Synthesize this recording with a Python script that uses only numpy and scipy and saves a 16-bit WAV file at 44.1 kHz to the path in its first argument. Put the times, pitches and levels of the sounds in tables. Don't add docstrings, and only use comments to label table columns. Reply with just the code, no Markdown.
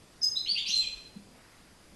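import sys
import numpy as np
from scipy import signal
from scipy.fft import rfft, irfft
from scipy.io import wavfile
from scipy.ndimage import uniform_filter1d

SR = 44100
rng = np.random.default_rng(int(sys.argv[2]) if len(sys.argv) > 2 else 0)


def gain_from_decibels(decibels):
    exponent = np.asarray(decibels, float) / 20
    return 10 ** exponent


def wav_record(signal):
    frames = np.transpose(np.atleast_2d(signal))
    bounded = np.clip(frames, -1, 1)
    quanta = np.round(bounded * 32767).astype(np.int16)
    wavfile.write(sys.argv[1], SR, quanta)


N = 85995


def evened(x):
    return x / np.sqrt(np.mean(x ** 2) + 1e-20)


def read(points, hz):
    f, value = np.transpose(points)
    return np.interp(np.log(hz + 1), np.log(f + 1), value)


def add(mix, start_s, sound):
    part = mix[round(start_s * SR):][:len(sound)]
    part += sound[:len(part)]


def band(centre_hz, width_hz):
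    hz = np.fft.rfftfreq(N, 1 / SR)
    shape = np.exp(-((hz - centre_hz) / width_hz) ** 2)
    return evened(irfft(rfft(rng.standard_normal(N)) * shape, N))


def swell(u, rise, fall):
    ramp = np.minimum(u / rise, (1 - u) / fall)
    return np.sin(np.pi / 2 * np.clip(ramp, 0, 1)) ** 2


# frequency in Hz, density in dB per Hz.
HISS_SPECTRUM = [(30, 5), (46, -1), (120, -2.5), (210, -2), (400, -6), (700, -10.5), (2300, -15.5),
                 (11800, -22)]
# start in seconds, length in seconds, centre in Hz, width in Hz, level in dB.
RUSTLES = [
    (0.741, 0.36, 45, 25, -60),
    (1.374, .36, 1600, 1380, -64.5),
]


def room_tone():
    hiss_db, patch_db = -56.5, 1.43
    whine_hz, whine_width_hz, whine_db = 4850, 380, -71.5
    frames = N // 256 + 5
    hz = np.fft.rfftfreq(1024, 1 / SR)
    t = np.arange(N) / SR
    real, imag, patches = rng.standard_normal((frames, 513, 3)).T
    patches = uniform_filter1d(patches, size=12, axis=0)
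    patches = evened(uniform_filter1d(patches, size=14, axis=1))
    spectrum = (real + 1j * imag) * gain_from_decibels(read(HISS_SPECTRUM, hz)[:, None] + patch_db * patches)
    hiss = signal.istft(spectrum, nperseg=1024, noverlap=768)[1][:N]
    out = gain_from_decibels(hiss_db) * evened(hiss)
    out += gain_from_decibels(whine_db) * band(whine_hz, whine_width_hz)
    for start_s, length_s, centre_hz, width_hz, db in RUSTLES:
        shape = swell((t - start_s) / length_s, 0.093, 0.43)
        out += gain_from_decibels(db) * shape * band(centre_hz, width_hz)
    return out


def finch():
    throat_hz = 2120
    out = duet()
    for voice in (whistles, sweeps, buzzes):
        out += voice()
    throat = signal.butter(N=6, Wn=throat_hz, btype="high", fs=SR, output="sos")
    return signal.sosfilt(throat, out)


# frequency in Hz, T60 in seconds.
ROOM_T60 = [(2000, 0.71), (3000, 0.64), (4200, 0.6), (6000, 0.69), (8000, 0.57), (11000, 0.46)]


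def room(x):
    room_db, early_db, early_s, gap_s = 4, 0, 0.025, 0.0015
    taps = np.zeros(SR)
    slots = np.arange(0, SR - 20, 20)
    taps[slots + rng.integers(0, 20, len(slots))] = 1
    taps *= rng.choice([-1.0, 1.0], SR)
    hz, t, z = signal.stft(taps, SR, nperseg=256)
    decay = gain_from_decibels(-60 * t / read(ROOM_T60, hz)[:, None])
    tail = signal.istft(z * decay, SR, nperseg=256)[1]
    t = np.arange(len(tail)) / SR
    early = 1 + gain_from_decibels(early_db) * np.exp(-t / early_s)
    onset = np.clip(t / gap_s - 1, 0, 1)
    tail = tail / np.linalg.norm(tail) * early * onset
    return x + gain_from_decibels(room_db) * signal.fftconvolve(x, tail)[:N]


# start in seconds, length in seconds, from Hz, to Hz, level in dB.
VOICE_SIDES = [
    (.21, 0.038, 5970, 5038, -27),
    (0.219, 0.029, 5510, 6414, -35.5),
]
# multiple of first side, multiple of second side, level in dB.
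BEAT_TONES = [
    (-1, 2, -54),
    (1, 1, -57),
    (2, -1, -60.5),
    (2, 0, -57),
]


def duet():
    rise, fall, settle_s = 0.5, 0.15, 0.0055
    rasp_db, rasp_width_hz = 0, 400
    t, out = np.arange(N) / SR, np.zeros(N)
    phases, shapes = [], []
    for start_s, length_s, from_hz, to_hz, db in VOICE_SIDES:
        hz = to_hz + (from_hz - to_hz) * np.exp(-np.clip(t - start_s, 0, 1) / settle_s)
        phase = 2 * np.pi * np.cumsum(hz) / SR
        shape = swell((t - start_s) / length_s, rise, fall)
        out += gain_from_decibels(db) * shape * np.sin(phase)
        phases.append(phase)
        shapes.append(shape)
    for first, second, db in BEAT_TONES:
        rasp = 1 + gain_from_decibels(rasp_db) * band(0, rasp_width_hz)
        tone = np.sin(round(first) * phases[0] + round(second) * phases[1])
        out += gain_from_decibels(db) * shapes[0] * shapes[1] * rasp * tone
    return out


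def note(length_s, from_hz, to_hz, db, settle, overtones_db, wobble, breath_db):
    u = np.arange(0, length_s, 1 / SR) / length_s
    way = (1 - np.exp(-u / settle)) / (1 - np.exp(-1 / settle))
    chance = rng.standard_normal((2, 4410))[:, :len(u)]
    drift = evened(uniform_filter1d(chance[0], size=60))
    hz = (from_hz + (to_hz - from_hz) * way) * (1 + wobble * drift)
    phase = 2 * np.pi * np.cumsum(hz) / SR
    tone = np.sin(phase)
    for harmonic, overtone_db in zip((2, 3), overtones_db):
        tone += gain_from_decibels(overtone_db) * np.sin(harmonic * phase)
    rasp = evened(uniform_filter1d(uniform_filter1d(chance[1], size=24), size=16))
    return gain_from_decibels(db) * swell(u, 0.12, 0.15) * tone * (1 + gain_from_decibels(breath_db) * rasp)


def sing(rows, *voice):
    out = np.zeros(N)
    for start_s, *row in rows:
        add(out, start_s, note(*row, *voice))
    return out


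# start in seconds, length in seconds, from Hz, to Hz, level in dB.
WHISTLE_NOTES = [
    (0.355, 0.034, 3513, 4105, -32.5),
    (0.479, .052, 4153, 4691, -29.5),
    (0.723, 0.0605, 4274, 4080, -26.5),
]
WHISTLE_HARMONICS_DB = [-29, -27.5]


def whistles():
    return sing(WHISTLE_NOTES, 0.295, WHISTLE_HARMONICS_DB, 0.004, -24)


# start in seconds, length in seconds, from Hz, to Hz, level in dB.
SWEEP_NOTES = [
    (.456, 0.006, 1980, 2450, -52),
    (.458, 0.025, 2764, 3563, -39),
    (0.55, 0.02868, 2600, 3089, -37),
    (.57, 0.025, 2828, 3837, -33.5),
    (.692, 0.024, 2516, 4322, -34),
    (.752, 0.054, 7220, 7820, -47.5),
    (.785, 0.076, 2766, 2377, -46),
]
SWEEP_HARMONICS_DB = [-22.5, -32]


def sweeps():
    return sing(SWEEP_NOTES, 8.3, SWEEP_HARMONICS_DB, 0.011, -12)


# start in seconds, level in dB, pitch in Hz.
KNOCK_HITS = [
    (0.511, -49.5, 203),
    (0.678, -50, 203),
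    (1.154, -37, 200.7),
    (1.302, -51.5, 221),
    (1.915, -52, 188.6),
]


def knocks():
    bump_s, ring_db, ring_t60_s = 0.031, -7, 0.33
    out, t = np.zeros(N), np.arange(0, 0.5, 1 / SR)
    bump = np.sin(np.pi * np.clip(t / bump_s, 0, 1)) ** 2
    ring = gain_from_decibels(ring_db - 60 * t / ring_t60_s) * np.clip(t / bump_s - 1, 0, 0.3) / 0.19
    for start_s, db, hz in KNOCK_HITS:
        add(out, start_s, gain_from_decibels(db) * (bump + ring) * np.sin(2 * np.pi * hz * t))
    return out


# start in seconds, length in seconds, from Hz, to Hz, level in dB.
BUZZ_NOTES = [
    (.655, 0.023, 2279, 3760, -40),
    (.657, 0.036, 3736, 5770, -37.5),
    (.679, 0.011, 4790, 7180, -40),
    (.688, 0.02, 5283, 6540, -38),
    (.752, 0.035, 10000, 11200, -56.5),
    (.79, 0.069, 3600, 3000, -45.5),
]


def buzzes():
    return sing(BUZZ_NOTES, 8.3, SWEEP_HARMONICS_DB, 0.04, -12)


def scene():
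    return (room(finch()) + knocks() + room_tone())[None]


def band_limit(x):
    return signal.sosfilt(signal.butter(12, 12250, fs=SR, output="sos"), x)


def record(dry):
    edge_hz = 11950
    lowpass = signal.firwin(511, edge_hz, fs=SR)[None]
    dull = signal.oaconvolve(dry, lowpass, "same")
    return band_limit(dull)


dry = scene()
out = record(dry)
wav_record(out)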